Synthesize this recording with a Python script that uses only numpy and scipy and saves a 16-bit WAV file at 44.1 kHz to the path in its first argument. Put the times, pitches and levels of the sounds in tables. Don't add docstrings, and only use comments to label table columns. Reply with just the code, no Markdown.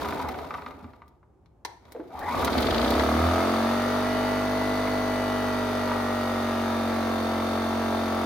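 import sys
import numpy as np
from scipy import signal
from scipy.fft import rfft, irfft, next_fast_len
from scipy.io import wavfile

SR = 44100
rng = np.random.default_rng(int(sys.argv[2]) if len(sys.argv) > 2 else 0)


def unload_wav(signal):
    wavfile.write(
        sys.argv[1],
        SR,
        np.round(np.clip(np.atleast_2d(signal).T, -1, 1) * 32767).astype(np.int16),
    )


N = 363825
TIME = np.arange(N) / SR

# drawn from in seconds, let back in seconds, rumble in dB, rope hiss in dB.
PULLS = [(-.6, 0.0, -30.5, -45), (1.957, 2.912, -29, -42)]
# start in seconds, end in seconds, start pitch in Hz, end pitch in Hz, level in dB.
WHIRRS = [(0.022, .44, 1077, 655, -41), (0.077, 0.254, 742, 646, -51), (2.119, 2.18, 680, 903, -37.5),
          (2.195, 2.521, 721, 1417, -35.5), (2.159, 2.349, 1077, 1320, -44),
          (2.217, 2.344, 1657, 2380, -40)]
# time in seconds, level in dB, dull above in Hz.
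CLACKS = [(.018, -24, 4500), (.047, -25, 4000), (.058, -22, 1600), (.087, -25, 5000), (.108, -28, 2500),
          (.125, -22, 2600), (.172, -28, 3000), (.2, -24, 3500), (.222, -28, 3000), (.248, -29, 1400),
          (.289, -25, 3500), (.343, -28, 3000), (.388, -28, 3000), (.445, -34, 3500), (.507, -23, 2800),
          (.541, -24, 3200), (.582, -29.5, 3000), (.621, -32, 3000), (.663, -26, 3000), (.708, -32, 3000),
          (.803, -36, 1500), (.843, -38, 3000), (.935, -39, 2600), (1.019, -34, 1700), (1.23, -47, 1300),
          (2.28, -22, 1600), (2.426, -20, 2000), (2.478, -17.5, 3500), (4.872, -20, 3000),
          (5.915, -24, 3000)]
# time in seconds, level in dB, dull above in Hz.
SHARP_SOUNDS = [(0.085, -43, 15000), (0.286, -41.5, 15000), (0.539, -50, 6000), (1.08, -63, 15000),
                (1.459, -62.5, 5000), (1.6497, -29, 7500), (1.853, -53, 4500), (1.9211, -46, 14000),
                (2.191, -45, 15000), (2.417, -44, 15500), (2.447, -27.5, 13900), (2.577, -39, 14000),
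                (2.606, -37, 14000), (2.622, -37, 14000), (2.905, -33, 15000), (2.9956, -18.5, 2620)]
# time in seconds, level in dB, pitch in Hz.
BUMPS = [(0.825, -29, 232), (0.837, -31, 233), (0.839, -24.5, 105), (1.949, -27, 490), (1.962, -24.5, 394),
         (1.996, -24, 314), (2, -34, 674), (4.872, -23, 110)]
# frequency in Hz, width in Hz, level in dB.
SHELL_MODES = [(275, 40, -3), (385, 30, -5), (750, 60, -1), (990, 110, 5), (1200, 70, 3), (1940, 300, -13),
               (3500, 500, -21), (4070, 200, -19)]
# frequency in Hz, width in Hz, level in dB.
BOOM_MODES = [(158.4, 18, 18), (231.1, 11.5, 24), (247.7, 24.6, 22), (266.3, 4.1, 18), (311.6, 26.5, 18),
              (353.3, 13, 14.5), (437, 34, 14), (476, 6.9, 7), (521, 9, 12)]
# frequency in Hz, width in Hz, level in dB.
BLOCK_MODES = [(576, 19, 4), (649.2, 41.7, 23), (688, 26, 11), (778, 6.3, -2), (927, 30, 0.5),
               (1141, 89, 8.5), (1212, 30, 15), (1260, 34, 16), (1293, 14, 11), (1463, 27, 11.5),
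               (1600, 32, 12.5)]
# frequency in Hz, width in Hz, level in dB.
BARK_MODES = [(670, 330, 9.5), (1250, 300, 4)]
# frequency in Hz, width in Hz, level in dB.
COVER_MODES = [(2920, 81, 4.5), (3610, 110, 3), (4460, 36, 1.5)]
# place in the cycle from 0 to 1, level in dB.
VALVES = [(0.02, 5.5), (0.131, 3.5), (0.301, 0), (0.409, 4.5), (.6, -5), (.8, -11)]
# frequency in Hz, density in dB per Hz.
REEL_SPECTRUM = [(29, -17), (50, -9), (75, -0.5), (187, -5.5), (273, 4.5), (335, -5), (377, 0.5),
                 (532, -5.5), (711, 1.5), (900, -7.5), (1250, -12.5), (1560, -16), (2240, -16.5),
                 (3000, -40), (3900, -59), (6600, -120)]
ROPE_SPECTRUM = [(1470, -37), (2500, -2), (2790, -6.5), (3690, -1.5), (5440, -10.5), (7590, -17),
                 (7950, -17.5), (13800, -15.5), (16000, -23)]
CHURN_SPECTRUM = [(230, -4), (330, -4), (450, -1.5), (560, -2), (700, 2.5), (850, -1), (1250, -2),
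                  (1400, -9), (2100, -15), (2500, -18)]
METAL_SPECTRUM = [(880, 0), (1500, -11), (1980, 0), (2860, -10), (3690, -5.5), (3840, -7.5), (4590, -6.5),
                  (5440, -14.5), (6310, -11.5), (7240, -24), (8570, -18), (12700, -21), (16000, -25)]
SHARP_SPECTRUM = [(300, -4.5), (600, -6.5), (1000, 1.5), (1500, -11.5), (2100, -3.5), (2900, -16),
                  (4000, -2.5), (4700, -11), (5400, -9), (7500, -16.5), (10000, -13.5), (16000, -9)]
INTAKE_SPECTRUM = [(1500, 6), (2600, 3), (3500, 10), (4600, 8), (5600, -9), (15000, -26)]
AIR_SPECTRUM = [(18, -36), (30, -23), (59, 4), (71, 4), (252, -10.5), (355, -6.5), (499, -15), (866, -15),
                (1760, -35), (4080, -47), (7090, -47), (16000, -57)]
ECHO_SPECTRUM = [(60, 10.5), (200, 3), (500, 9.5), (4000, -1.5), (15000, -5)]
# frequency in Hz, correlation.
LIKENESS = [(100, .95), (300, .72), (1000, .6), (2000, .5), (4000, .3), (8000, .25), (12000, .84)]
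# time in seconds, cycles per second.
ENGINE_SPEED = [(2.14, 0), (2.4, 12.15), (2.55, 19.58), (2.7, 26), (2.85, 31.39), (3, 35.88), (3.25, 41.75),
                (3.5, 45.1), (3.85, 47.95), (4.15, 49.17), (4.8, 49.82), (5.05, 49.5), (5.4, 48.93),
                (5.85, 48.16), (6.65, 46.43), (7.35, 45.36), (7.8, 45.87), (8.25, 45.08)]
# rate in Hz, level in dB.
ROCKING = [(33, -63), (45, -52), (52, -38.5), (68, -35.5), (79, -30), (84, -24.5), (89, -40), (100, -40)]
# frequency in Hz, level of a line there in dB.
DRONE = [(130, -57.5), (190, -62.5), (235, -39.5), (280, -48.5), (335, -46), (400, -55.5), (450, -46),
         (510, -54), (620, -43.5), (730, -46), (830, -72), (920, -50), (980, -62), (1120, -53),
         (1310, -48.5), (1380, -49), (1470, -53), (1540, -67), (1610, -56), (1800, -56)]
# multiple of the cycle, housing resonance in Hz, width in Hz, level in dB.
WHINES = [(40, 1952, 145, -44), (60, 2975, 150, -61), (80, 3660, 150, -56.5), (79, 3890, 150, -62),
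          (90, 4440, 120, -62), (96, 4440, 130, -61)]
# frequency in Hz, lead of the left in radians.
LEFT_LEAD = [(60, .05), (500, .14), (2000, .35), (4500, .6), (8000, 1), (12000, .6)]
# frequency in Hz, left minus right in dB.
LEFT_BALANCE = [(60, -1), (125, -2), (250, -1.3), (500, -.8), (1000, .6), (2000, .2), (4000, .8), (8000, 0)]

AIR_DB, GARAGE_T60_S, CUTOFF_HZ = -59, 0.49, 15900
REEL_SPIN_UP_S, REEL_COAST_S, REEL_DB_PER_DECADE = 0.42, 1.3, 48
RUMBLE_FLUTTER_DB, RATTLE_UNEVEN_DB, RATTLE_DB = 1.8, 3, -11
SLACK_S, SLACK_DB = 0.16, -25
REWIND_S, REWIND_DB = 0.18, 1.5
CLACK_TAP, CLACK_SCUFF_S, CLACK_DB, CLACK_VARIES_DB = 5, .007, 9, 2.5
WHIRR_FADE_S, WHIRR_WOBBLE, WHIRR_FLUTTER_DB = 0.057, .11, 3
THROTTLE_OPEN_UNTIL_S, THROTTLE_EASE_S = 2.79, 1.0
LOAD_DB, LOAD_THROTTLE_DB = -31, 6
GEAR_DB, GEAR_THROTTLE_DB = -48.5, 6.5
FIRST_FIRING_S, FIRING_BUILDS_S = 2.17, 0.49
WEAK_SHARE, CATCH_S, CATCH_TAKES_S = 0.28, 2.775, 0.5
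FIRING_ROCK_DB = -1.5
DRONE_THROTTLE_DB, DRONE_BASS_DB, DRONE_BASS_HZ = 5, 9, 192
DRONE_TURN_HZ = 45
HARD_KNOCK_DB, HARD_KNOCK_HZ = 5, 1100
SLAP_DB, CHURN_DB = -16, -10.5
WHINE_WANDER = .35
GASP_FROM_S, GASP_UNTIL_S, GASP_DB, GULP_DB = 2.58, 2.84, -31, -41
GASP_RISE_DB_PER_S, GASP_FALL_DB_PER_S = 72, 49
SPREAD_DB, SPREAD_CENTRE = -13, .2


def from_db(db):
    return 10 ** (np.asarray(db) / 20)


def rms_one(x):
    return x / np.sqrt(np.mean(x ** 2) + 1e-20)


def ramp(start_s, length_s):
    return np.clip((TIME - start_s) / length_s, 0, 1)


def since(start_s):
    return np.maximum(TIME - start_s, 0)


def drift(rate):
    return np.interp(TIME * rate, np.arange(6000), rng.standard_normal(6000))


def at_hz(points, hz):
    table_hz, values = np.transpose(points)
    return np.interp(np.log(hz + 1), np.log(table_hz), values)


def noise(spectrum, size=N):
    n = next_fast_len(size)
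    bin_hz = np.arange(n // 2 + 1) * SR / n
    log_hz = np.log(bin_hz + 1)
    table_hz = np.array(spectrum)[:, 0]
    outside = log_hz - np.clip(log_hz, np.log(table_hz[0]), np.log(table_hz[-1]))
    gain = from_db(at_hz(spectrum, bin_hz) - 50 * abs(outside))
    alike = np.clip(at_hz(LIKENESS, bin_hz), -1, 1)
    white = rfft(rng.standard_normal((2, n)))
    mid, side = white * gain * np.sqrt([1 + alike, 1 - alike])
    return rms_one(irfft([mid + side, mid - side], n)[:, :size])


def tail(spectrum, t60, size=SR // 2):
    ring = noise(spectrum, size=size) * from_db(-60 * TIME[:size] / t60)
    return rms_one(ring) / np.sqrt(size)


def through(x, response):
    return signal.oaconvolve(np.atleast_2d(x), response, axes=1)[:, :N]


def resonate(x, modes):
    out = 0
    for hz, width, db in modes:
        r = np.exp(-np.pi * width / SR)
        poles = [1, -2 * r * np.cos(2 * np.pi * hz / SR), r * r]
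        gain = from_db(db) * (1 - r * r) / 2
        out = out + gain * signal.lfilter([1, 0, -1], poles, x + 1e-18)
    return out


def cut(x, kind, edge_hz):
    return signal.sosfilt(signal.butter(4, edge_hz, kind, fs=SR, output="sos"), x)


def dulled(x, edge_hz):
    return signal.lfilter(*signal.butter(2, min(edge_hz, CUTOFF_HZ), fs=SR), x)


def blows(rows, decay_s):
    jumps = np.zeros(N)
    for s, db in rows:
        jumps[int(s * SR)] += from_db(db)
    return signal.lfilter([1], [1, -np.exp(-1 / (decay_s * SR))], jumps + 1e-18)


def strokes(cycles, place, jitter_s, uneven_db):
    turning = cycles > 0
    wanted = np.arange(1, int(cycles[-1] - place) + 1) + place
    times = np.interp(wanted, cycles[turning], TIME[turning])
    late, strong = rng.standard_normal((len(times), 2)).T
    clicks = np.zeros(N)
    at = np.clip(np.round((times + jitter_s * late) * SR).astype(int), 0, N - 1)
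    clicks[at] = np.sqrt(np.gradient(times) * SR) * from_db(uneven_db * strong)
    return clicks


def puff(cycles, place, length):
    age = (cycles - place) % 1 / length
    return rms_one(age * np.exp(-age))


def starter():
    rumble = noise(REEL_SPECTRUM) * from_db(RUMBLE_FLUTTER_DB * drift(55))
    touches = (rng.random(N) < 45 / SR) * from_db(RATTLE_UNEVEN_DB * rng.standard_normal(N))
    shell = cut(resonate(touches, SHELL_MODES), "low", edge_hz=2700)
    rattle = rms_one(through(shell, tail(ECHO_SPECTRUM, t60=0.033, size=4096)))
    reel = from_db(-1.5) * rumble + from_db(RATTLE_DB) * rattle
    rasp = noise(ROPE_SPECTRUM) * rms_one(from_db(3.3 * drift(170)))
    out = 0
    for drawn_s, back_s, rumble_db, hiss_db in PULLS:
        reel_speed = ramp(drawn_s, REEL_SPIN_UP_S) * (1 - ramp(back_s, REEL_COAST_S))
        slack = from_db(SLACK_DB) * ramp(drawn_s - SLACK_S, SLACK_S / 2) * (TIME < back_s)
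        spin = np.maximum(reel_speed ** (REEL_DB_PER_DECADE / 20), slack)
        rewind_db = REWIND_DB * np.exp(-((TIME - back_s) / REWIND_S) ** 2)
        rope = from_db(hiss_db + rewind_db - 2.0) * rasp
        out = out + spin * (from_db(rumble_db) * reel + rope)
    return out


def clack_contacts():
    out, age = np.zeros(N), TIME[:2048]
    for s, db, hz in CLACKS:
        at = int(s * SR)
        scuff = np.exp(-age / CLACK_SCUFF_S) * rng.standard_normal(len(age))
        contact = CLACK_TAP * (age == 0) + scuff
        out[at:at + len(age)] += dulled(from_db(db) * contact, hz)
    return out


def short_sounds():
    contacts, clacks = clack_contacts(), 0
    for mode in SHELL_MODES:
        clacks = clacks + resonate(contacts * from_db(CLACK_VARIES_DB * drift(20)), [mode])
    hiss = from_db(4.5) * noise(SHARP_SPECTRUM)
    bursts = sum(dulled(blows([(s, db)], decay_s=0.0064) * hiss, hz) for s, db, hz in SHARP_SOUNDS)
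    bumps, push = 0, rng.standard_normal(N)
    for s, db, hz in BUMPS:
        thud = resonate(blows([(s, db)], decay_s=0.01) * push, [(hz, hz * 0.21, 0)])
        bumps = bumps + resonate(thud, [(hz, hz * 1.15, 17)])
    return from_db(CLACK_DB) * clacks + bursts + bumps


def whirr():
    out = 0
    for start_s, end_s, start_hz, end_hz, db in WHIRRS:
        hz = start_hz + (end_hz - start_hz) * ramp(start_s, end_s - start_s)
        fade_in = ramp(start_s - WHIRR_FADE_S / 2, WHIRR_FADE_S)
        fade_out = 1 - ramp(end_s - WHIRR_FADE_S / 2, WHIRR_FADE_S)
        phase = 2 * np.pi * np.cumsum(hz * (1 + WHIRR_WOBBLE * drift(400))) / SR
        level = from_db(db + 1.5 + WHIRR_FLUTTER_DB * drift(90))
        out = out + fade_in * fade_out * level * np.sin(phase)
    return out


def shake(cycles, speed):
    hz, db = np.transpose(ROCKING)
    angle = 2 * np.pi * cycles
    firing = from_db(np.interp(speed, hz, db) + FIRING_ROCK_DB) * np.sin(angle)
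    crank = from_db(np.interp(2 * speed, hz, db)) * np.sin(2 * angle)
    return np.sqrt(2) * (firing + crank)


def fan(cycles, speed):
    tones = 0
    for multiple, hz, width_hz, db in WHINES:
        off_peak = (multiple * speed - hz) / (width_hz / 2)
        level = from_db(db) / np.hypot(1, off_peak ** 2)
        tones = tones + level * np.sin(2 * np.pi * multiple * cycles + WHINE_WANDER * drift(40))
    return np.sqrt(2) * from_db(1.0 + 0.72 * drift(25)) * tones


def drone(cycles, speed, throttle, count=38):
    out, grid_hz = 0, np.arange(0, 2400, DRONE_TURN_HZ)
    for k in range(3, count):
        hz = k * speed
        bass_db = DRONE_BASS_DB / (1 + (hz / DRONE_BASS_HZ) ** 8)
        db = at_hz(DRONE, hz) + throttle * (DRONE_THROTTLE_DB + bass_db)
        turn = np.interp(hz, grid_hz, np.cumsum(rng.standard_normal(len(grid_hz))))
        out = out + from_db(db) * np.sin(2 * np.pi * k * cycles + turn)
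    return np.sqrt(2 * speed / speed.max()) * out


def cylinder(cycles, load_db, effort):
    firing = strokes(cycles, 0.0026, jitter_s=.000015, uneven_db=.5) * from_db(load_db - 2.3)
    hard = signal.lfilter(*signal.butter(1, HARD_KNOCK_HZ, "high", fs=SR), firing * effort)
    ringing = resonate(firing + from_db(HARD_KNOCK_DB - 7) * hard, BLOCK_MODES)
    knock = cut(cut(ringing, "high", edge_hz=420), "low", edge_hz=1204)
    bark = cut(resonate(firing, BARK_MODES), "low", edge_hz=1440)
    exhaust = strokes(cycles, 0.4027, jitter_s=.00002, uneven_db=0.2) * from_db(load_db - 0.14)
    boom = cut(cut(resonate(exhaust, BOOM_MODES), "high", edge_hz=201), "low", edge_hz=667)
    return knock + bark + boom


def loose_parts(cycles, load_db):
    clicks = strokes(cycles, .57, jitter_s=.00002, uneven_db=3.0) * from_db(load_db + SLAP_DB)
    slap = through(clicks, tail(CHURN_SPECTRUM, t60=0.053, size=4096))
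    surge = 1.4 + 0.49 * puff(cycles, 0.073, length=0.057)
    return slap + noise(CHURN_SPECTRUM) * from_db(load_db + CHURN_DB) * surge


def valve_gear(cycles, gear_db):
    ticks = 0
    for place, db in VALVES:
        touches = strokes(cycles, place, jitter_s=.00001, uneven_db=0.3) * from_db(db)
        ticks = ticks + through(touches, tail(METAL_SPECTRUM, t60=0.11, size=4096))
    ticks = ticks + resonate(ticks, COVER_MODES)
    hiss = noise(METAL_SPECTRUM) * (1.36 + 0.25 * puff(cycles, 0.031, length=0.073))
    return from_db(gear_db) * (from_db(-6.0) * ticks + from_db(1.5) * hiss)


def intake(cycles, throttle):
    gulp = puff(cycles, 0.54, length=0.088) * from_db(1.0 * drift(650))
    opening = from_db(-GASP_RISE_DB_PER_S * np.maximum(GASP_FROM_S - TIME, 0))
    gasp = from_db(GASP_DB - GASP_FALL_DB_PER_S * since(GASP_UNTIL_S))
    level = np.maximum(gasp, from_db(GULP_DB) * throttle)
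    return noise(INTAKE_SPECTRUM) * from_db(-7.0) * opening * level * gulp * (cycles > 0)


def two_ears(x):
    n = next_fast_len(N + 4096)
    hz = np.arange(n // 2 + 1) * SR / n
    left = from_db(at_hz(LEFT_BALANCE, hz) / 2) * np.exp(.5j * at_hz(LEFT_LEAD, hz))
    return irfft(rfft(x, n) * np.array([left, 1 / left]), n)[:, :N]


def scene():
    speed = np.interp(TIME, *np.transpose(ENGINE_SPEED))
    cycles = np.cumsum(speed) / SR
    throttle = np.exp(-since(THROTTLE_OPEN_UNTIL_S) / THROTTLE_EASE_S)
    load_db = LOAD_DB + LOAD_THROTTLE_DB * throttle
    gear_db = GEAR_DB + GEAR_THROTTLE_DB * throttle
    firing = ramp(FIRST_FIRING_S, FIRING_BUILDS_S) ** 2
    caught = firing * (WEAK_SHARE + (1 - WEAK_SHARE) * ramp(CATCH_S, CATCH_TAKES_S))

    start_up = np.sqrt(1 - caught) * starter() + short_sounds() + whirr()
    chug = np.sqrt(caught) * cylinder(cycles, load_db, throttle * caught)
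    mechanics = loose_parts(cycles, load_db) + valve_gear(cycles, gear_db)
    clatter = np.sqrt(caught) * mechanics + intake(cycles, throttle)
    tones = shake(cycles, speed) + fan(cycles, speed) + firing * drone(cycles, speed, throttle)

    walls = tail(ECHO_SPECTRUM, t60=GARAGE_T60_S)
    garage = through(from_db(-8.5) * clatter + from_db(-11.0) * start_up, walls)
    wide_walls = walls - (1 - SPREAD_CENTRE) * walls.mean(axis=0)
    spread = through(from_db(SPREAD_DB) * chug, wide_walls)
    machine = start_up + chug + clatter + tones + garage + spread
    return two_ears(machine) + from_db(AIR_DB) * noise(AIR_SPECTRUM)


def record(dry):
    return signal.sosfilt(signal.ellip(10, .1, 80, CUTOFF_HZ, fs=SR, output="sos"), dry)


dry = scene()
out = record(dry)
unload_wav(out)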